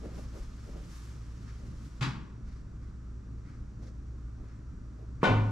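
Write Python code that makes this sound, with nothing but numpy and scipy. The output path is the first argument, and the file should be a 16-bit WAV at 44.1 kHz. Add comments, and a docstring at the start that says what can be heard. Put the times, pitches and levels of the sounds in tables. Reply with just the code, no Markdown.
"""In a quiet, humming games room clothes rustle as a pool player settles, and the cue slides over the bridge hand.
A hard knock rings out; later the tip strikes the ball with a loud tock, the table booms and the ball skids on.
Blows are damped sine modes with short noise bursts and a noise reverb that dies band by band.
Cloth, hand, ball and ventilation are coloured stereo noise under gain curves; the hum is wavering sines."""
import sys
import numpy as np
from scipy import signal
from scipy.fft import rfft, irfft, next_fast_len
from scipy.io import wavfile
from scipy.ndimage import map_coordinates

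SR = 44100
rng = np.random.default_rng(int(sys.argv[2]) if len(sys.argv) > 2 else 0)


def to_wav(sig):
    """Store sig (one row per channel, or 1-D mono) as 16-bit WAV at the path in sys.argv[1].

    Samples outside -1..1 are clipped; the rate is SR.
    """
    pcm = np.clip(np.atleast_2d(sig), -1, 1) * 32767
    pcm = np.round(pcm).astype(np.int16)
    wavfile.write(sys.argv[1], SR, pcm.T)  # frames by channels


N = 242991
T = np.arange(N) / SR  # s

# rubbed cloth, relative spectrum: (frequency [Hz], density [dB per Hz])
FABRIC_SPECTRUM = [(300, -1), (700, -6.5), (1200, 2.5), (1700, -2.5), (2600, -6.5), (4000, -7.5),
                   (5600, -5.5), (7500, -10.5), (9500, -18.5), (13000, -26)]


def amp(db):
    """Decibels to gain."""
    return 10 ** (np.asarray(db) / 20)


def unit(x):
    """Scale to rms 1."""
    return x / np.sqrt(np.mean(x ** 2) + 1e-20)


def along(points, hz):
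    """Interpolate (Hz, value) points on a log frequency axis."""
    point_hz, value = np.transpose(points)
    return np.interp(np.log(hz + 1), np.log(point_hz), value)


def filtered(x, response):
    """Multiply the spectrum of x by a response of frequency [Hz]."""
    size = next_fast_len(x.shape[-1] + 8192)
    spectrum = rfft(x, size) * response(np.fft.rfftfreq(size, 1 / SR))
    return irfft(spectrum, size)[..., :x.shape[-1]]


def wobble(knots_per_s):
    """Smooth random curve through normally distributed knots."""
    knots = rng.standard_normal(int(N * knots_per_s / SR) + 4)
    return map_coordinates(knots, [T * knots_per_s])


def placed(x, start_s, left_db):
    """Start a stereo sound at start_s, the left channel raised by left_db relative to the right."""
    late = np.pad(x, ((0, 0), (round(start_s * SR), N)))[:, :N]
    return late * amp([[left_db / 2], [-left_db / 2]])


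def at_mics(x):
    """Sound reaches the two microphones slightly out of phase."""
    # phase by which left leads right: (frequency [Hz], lead [rad])
    lead_points = [(100, -0.0092), (300, -0.48), (700, -0.9), (1500, -0.74), (3000, -0.83), (6000, 0)]
    side_sign = np.array([[1], [-1]])
    return filtered(x, lambda hz: np.exp(.5j * along(lead_points, hz) * side_sign))


def diffuse(spectrum, size=N):
    """Coloured stereo noise of rms 1: alike in both ears in the bass, less so in the treble."""
    # correlation between the microphones: (frequency [Hz], likeness [0..1])
    likeness = [(60, 0.98), (130, 0.94), (280, 0.84), (600, 0.76), (1400, 0.57), (3000, 0.63), (8000, 0.48)]

    def mid_side_gain(hz):
        """Split the colour into mid and side to give the wanted correlation."""
        angle = np.arccos(np.clip(along(likeness, hz), 0, 1)) / 2
        return amp(along(spectrum, hz)) * [np.cos(angle), np.sin(angle)]

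    mid, side = filtered(rng.standard_normal((2, size)), mid_side_gain)
    return unit(at_mics(np.array([mid + side, mid - side])))


def ring(modes, rise_s):
    """One second of damped modes (Hz, dB, t60 s), alternating in sign, under an exponential rise."""
    t = T[:SR]
    tones = 0
    for k, (hz, db, t60_s) in enumerate(modes):
        tones = tones + (-1) ** k * amp(db - 60 * t / t60_s) * np.sin(2 * np.pi * hz * t)
    return at_mics(tones * (1 - np.exp(-t / rise_s)))


def crack(spectrum, t60_s):
    """Direct sound of a contact: a decaying noise burst."""
    return diffuse(spectrum, size=SR) * amp(-60 * T[:SR] / t60_s)


def reverb(spectrum, gap_s, rise_s, early_db, early_t60_s):
    """The room's answer to a blow: after a gap, early energy on top of a tail dying band by band."""
    # room decay: (frequency [Hz], t60 [s])
    wall_decay = [(100, 0.98), (260, 0.79), (700, 0.63), (1200, 0.74), (2000, 0.58), (4000, 0.52),
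                  (7000, 0.45), (12000, 0.32)]
    hz, t, bands = signal.stft(diffuse(spectrum, size=SR), SR, nperseg=512)
    decay = amp(-60 * t / along(wall_decay, hz)[:, None])
    tail = signal.istft(bands * decay, SR, nperseg=512)[1][:, :SR]
    age_s = np.maximum(T[:SR] - gap_s, 0)
    early = 1 + amp(early_db - 60 * age_s / early_t60_s)
    return tail * (1 - np.exp(-age_s / rise_s)) * early


def swells(rows, rise_ratio=0.53):
    """Gain of (peak s, fall s, peak dB) swells: Gaussian, the rise rise_ratio times as long as the fall."""
    gain = 0
    for peak_s, fall_s, db in rows:
        width_s = fall_s * np.where(T < peak_s, rise_ratio, 1)
        gain = gain + amp(db) * np.exp(-2 * ((T - peak_s) / width_s) ** 2)
    return gain


def resonant(spectrum, peaks):
    """Add a body's resonances (Hz, width Hz, dB) in power to a smooth spectrum."""
    hz = np.geomspace(20, SR / 2, 2000)
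    power = amp(along(spectrum, hz)) ** 2
    for peak_hz, width_hz, db in peaks:
        power = power + amp(db) ** 2 / (1 + ((hz - peak_hz) / width_hz * np.sqrt(2)) ** 2) ** 2
    return np.transpose([hz, 10 * np.log10(power)])


def shot(click_db=-29, ring_db=6, room_db=-21.5):
    """The leather tip hits the ball: a dry tock, then the resonances of cue and table fill the room."""
    # dry tock: (frequency [Hz], level [dB], t60 [s])
    tock_modes = [(167, -18.5, 0.075), (420, -13.5, 0.027), (1077, -13, 0.017), (2190, -30, 0.013)]
    # ring of cue and table: (frequency [Hz], level before ring_db [dB], t60 [s])
    wood_modes = [(231.4, -33.5, .35), (392, -42, 0.51), (466, -42, 0.56), (528, -36.5, 0.61),
                  (594, -41, 0.57), (757, -41, 0.77), (908, -38.5, 0.81), (1057, -41, 0.68),
                  (1082, -42, 0.64), (1471, -33, 0.44), (1487, -36, 0.27), (1506, -41, 0.4),
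                  (2380, -41.5, 0.43), (2680, -48.5, 0.53), (3074, -56, .5)]
    # spread of the blow, relative spectrum: (frequency [Hz], density [dB per Hz])
    blow_spectrum = [(40, -20.5), (100, -23), (170, -7), (330, -10), (600, -12.5), (1000, -12), (1600, -22),
                     (2800, -22.5), (4500, -29), (7000, -37.5), (9500, -49.5), (13000, -62)]
    # broad resonances of cue and table: (frequency [Hz], width [Hz], relative level [dB])
    cue_peaks = [(233, 58, -1), (405, 63, -7.5), (530, 120, -7), (720, 110, -8), (923, 90, -5),
                 (1050, 110, -5), (1220, 60, -13), (1470, 52, -1.5), (1770, 95, -13), (2070, 140, -12.5),
                 (2367, 75, -8), (2690, 81, -13.5), (3050, 110, -13.5), (3500, 220, -22),
                 (3870, 270, -24.5)]
    click_spectrum = [(300, 0), (1200, 13), (2500, -2), (4500, -14), (13000, -28)]  # (Hz, dB per Hz)

    click = amp(click_db) * crack(click_spectrum, t60_s=0.034)
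    direct = ring(tock_modes, rise_s=0.00051) + click
    wood = amp(ring_db) * ring(wood_modes, rise_s=.016)
    blow = resonant(blow_spectrum, cue_peaks)
    walls = amp(room_db) * reverb(blow, gap_s=0.0025, rise_s=0.0057, early_db=-13.5, early_t60_s=0.23)
    tock = placed(direct, 5.2305, left_db=0.0)
    return tock + placed(wood, 5.2312, left_db=2.0) + placed(walls, 5.2312, left_db=1.5)


def ball(boom_db=0, thud_db=-30, rumble_db=-43, skid_db=-65, start_s=5.27, grip_s=0.042):
    """The hopping ball lands on the bed, which booms, and skids on over the cloth as steady noise."""
    # table bed; the close pair beats: (frequency [Hz], level [dB], t60 [s])
    bed_modes = [(39, -31, 0.86), (104.26, -20, 0.95), (107.26, -19, 0.98), (122.6, -33, .6),
                 (232.7, -28.5, 0.58), (268.5, -31, 0.76), (292.3, -37, .7)]
    slate = [(25, -19), (60, -10), (130, -1.5), (280, -6.0), (450, -15.5), (1000, -15.0),
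             (2000, -38), (6000, -72)]  # (Hz, dB per Hz)

    thud = amp(thud_db) * reverb(slate, gap_s=0.0029, rise_s=0.0054, early_db=-0.5, early_t60_s=0.44)
    boom = amp(boom_db) * ring(bed_modes, rise_s=0.006)
    landing = placed(boom + thud, 5.272, left_db=0.2)
    rolling = np.clip((T - start_s) / grip_s, 0, 1)
    rumble = amp(rumble_db) * diffuse(slate)
    skid = amp(skid_db) * diffuse(FABRIC_SPECTRUM)
    return landing + rolling * (rumble + skid)


def knock(slap_db=-35.5, room_db=-36, hollow_db=-33):
    """A hard knock: hollow wooden thump with a dull rebound, a slap, and their answer from the walls."""
    # thump and rebound: (time [s], thump gain [dB])
    bumps = [(2.009, 1.5), (2.07, -3.5)]
    # thump: (frequency [Hz], level before bump gain [dB], t60 [s])
    thump_modes = [(124.8, -25, 0.33), (146.5, -30.5, 0.21), (202, -35.5, 0.16), (251, -40, 0.19)]
    # slap, relative spectrum: (frequency [Hz], density [dB per Hz])
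    slap_spectrum = [(300, -12), (520, -13.5), (850, -5.5), (1400, -2.5), (2100, -6.5), (3000, -8.5),
                     (4600, -12.5), (5800, -16), (7400, -21), (9500, -33), (13000, -43)]
    # knocked wood: (frequency [Hz], width [Hz], relative level [dB])
    panel_peaks = [(910, 130, -2.5), (1120, 130, -0.5), (1730, 98, -5), (2500, 450, -7.5), (3330, 200, -9),
                   (3920, 160, -8), (4620, 160, -11), (5250, 160, -14)]
    hollow_spectrum = [(60, -17), (130, 0.0), (200, -1), (300, -7.5),
                       (450, -23.5), (1000, -50)]  # (Hz, dB per Hz)

    thump = sum(placed(amp(db) * ring(thump_modes, rise_s=0.0024), s, left_db=0) for s, db in bumps)
    colour = resonant(slap_spectrum, panel_peaks)
    slap = amp(slap_db) * crack(colour, t60_s=0.16) * (1 - np.exp(-T[:SR] / 0.0021))
    walls = amp(room_db) * reverb(colour, gap_s=.013, rise_s=0.0029, early_db=0, early_t60_s=0.37)
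    hollow = amp(hollow_db) * reverb(hollow_spectrum, gap_s=.004, rise_s=0.0071,
                                     early_db=-15, early_t60_s=0.091)
    return thump + placed(slap + walls + hollow, 2.0085, left_db=1.5)


def player(catch_db=2.5):
    """Uneven noise swells: shaft over bridge hand, shifts of weight, a faint brief one just before the tock."""
    # shaft over bridge hand; the last row is only a faint brief noise swell just before the tock:
    # (peak time [s], fall length [s], rub level [dB], hiss level [dB])
    noise_swells = [(1.5, 0.12, -62.5, -68), (2.51, 0.14, -67.5, -70.5), (2.85, .1, -70.5, -76),
                    (3.498, 0.12, -63.5, -71.5), (3.847, 0.094, -69.5, -68), (4.488, 0.12, -68, -75),
                    (5.225, .025, -56.5, -74.5)]
    # rub, relative spectrum: (frequency [Hz], density [dB per Hz])
    rub_spectrum = [(300, -15), (800, -17), (1200, 5.5), (1600, 2.5), (2200, 0.5), (2900, -12), (5000, -27),
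                    (13000, -45)]
    # hiss, relative spectrum: (frequency [Hz], density [dB per Hz])
    hiss_spectrum = [(1500, -17), (3000, -5), (4400, 0.5), (5800, 2), (7500, -8), (9500, -14.5),
                     (13000, -26)]
    # soft weight shifts: (peak time [s], fall length [s], level [dB])
    shifts = [(.055, 0.095, -45.5), (.18, 0.095, -48.5), (.355, 0.079, -47.5), (.685, .05, -52.5),
              (.76, 0.12, -51), (1.64, 0.17, -58), (3.83, 0.092, -55), (4.42, 0.11, -57), (5.01, .09, -57)]
    # body movement, relative spectrum: (frequency [Hz], density [dB per Hz])
    body_spectrum = [(60, -21), (130, -0.5), (200, 2), (320, -3), (450, -3), (600, -6), (850, -18),
                     (2000, -27.5), (6000, -48)]

    rub = swells([(s, fall_s, db) for s, fall_s, db, _ in noise_swells]) * diffuse(rub_spectrum)
    hiss = swells([(s, fall_s, db) for s, fall_s, _, db in noise_swells]) * diffuse(hiss_spectrum)
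    body = swells(shifts) * diffuse(body_spectrum)
    return amp(catch_db * wobble(55)) * (rub + hiss + body)


def clothes(grain_db=0.83, bright_hz=9500, rise_ratio=0.67):
    """Fabric rustles ever more softly until the stance is set; quick sweeps swell above it, brighter."""
    # sleeve and hand over the cloth: (peak time [s], fall length [s], level [dB])
    sweeps = [(.185, 0.098, -60), (.385, .1, -61), (.68, 0.14, -65.5), (.96, 0.25, -58.5), (1.85, .09, -66)]
    rustle_db, calm_db_per_s, still_s, settle_s = -61.5, -1.5, 2.08, .15

    moving = np.clip((still_s + settle_s - T) / settle_s, 0, 1)
    rustle = moving * amp(rustle_db + calm_db_per_s * T) * diffuse(FABRIC_SPECTRUM)
    swish = unit(filtered(diffuse(FABRIC_SPECTRUM), lambda hz: 1 + (hz / bright_hz) ** 2))
    return amp(grain_db * wobble(70)) * (rustle + swells(sweeps, rise_ratio) * swish)


def footstep(floor_db=-35):
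    """One step on the carpet sets the floor swaying in two low damped modes."""
    floor_modes = [(28.8, 0.5, .7), (43.8, -1.5, .5)]  # (Hz, dB re floor_db, t60 s)
    return placed(amp(floor_db) * ring(floor_modes, rise_s=.012), 0.39, left_db=1.5)


def ventilation(air_db=-46, hum_db=0, waver_db=1.5, drift_rad=0.62, surge_db=2.0):
    """A rush of air surging in the bass, with a motor's wavering hum and a thin whine."""
    # air, relative spectrum: (frequency [Hz], density [dB per Hz])
    air_spectrum = [(20, -20.5), (33, -8.5), (48, -11), (64, -8.5), (86, -17), (118, -13), (170, -18.5),
                    (290, -23.5), (370, -31), (500, -38), (800, -45.5), (1300, -39.5), (2000, -51),
                    (3200, -58.5), (5800, -55.5), (7600, -58.5), (9500, -70), (13000, -79)]
    # steady tones: (frequency [Hz], nominal rms level [dB])
    motor_tones = [(59.2, -45.5), (113.0, -52.5), (1200, -83.5), (5760, -84.5)]

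    tones = 0
    for hz, db in motor_tones:
        level = amp(db + waver_db * wobble(3.965))
        tones = tones + level * np.sin(2 * np.pi * hz * T + drift_rad * wobble(9.5))
    air = diffuse(air_spectrum)
    rumble = filtered(air, lambda hz: 1 / (1 + (hz / 200) ** 2))
    surging = air + rumble * (amp(surge_db * wobble(14)) - 1)
    return amp(air_db) * surging + amp(hum_db) * np.sqrt(2) * tones  # sqrt(2): rms to peak


def scene():
    """Everything heard from the foot of the table."""
    return shot() + ball() + knock() + player() + clothes() + footstep() + ventilation()


def record(dry, top_hz=13700):
    """Steep low-pass: almost nothing passes above top_hz."""
    return filtered(dry, lambda hz: 1 / (1 + (hz / top_hz) ** 80))


dry = scene()
out = record(dry)
to_wav(out)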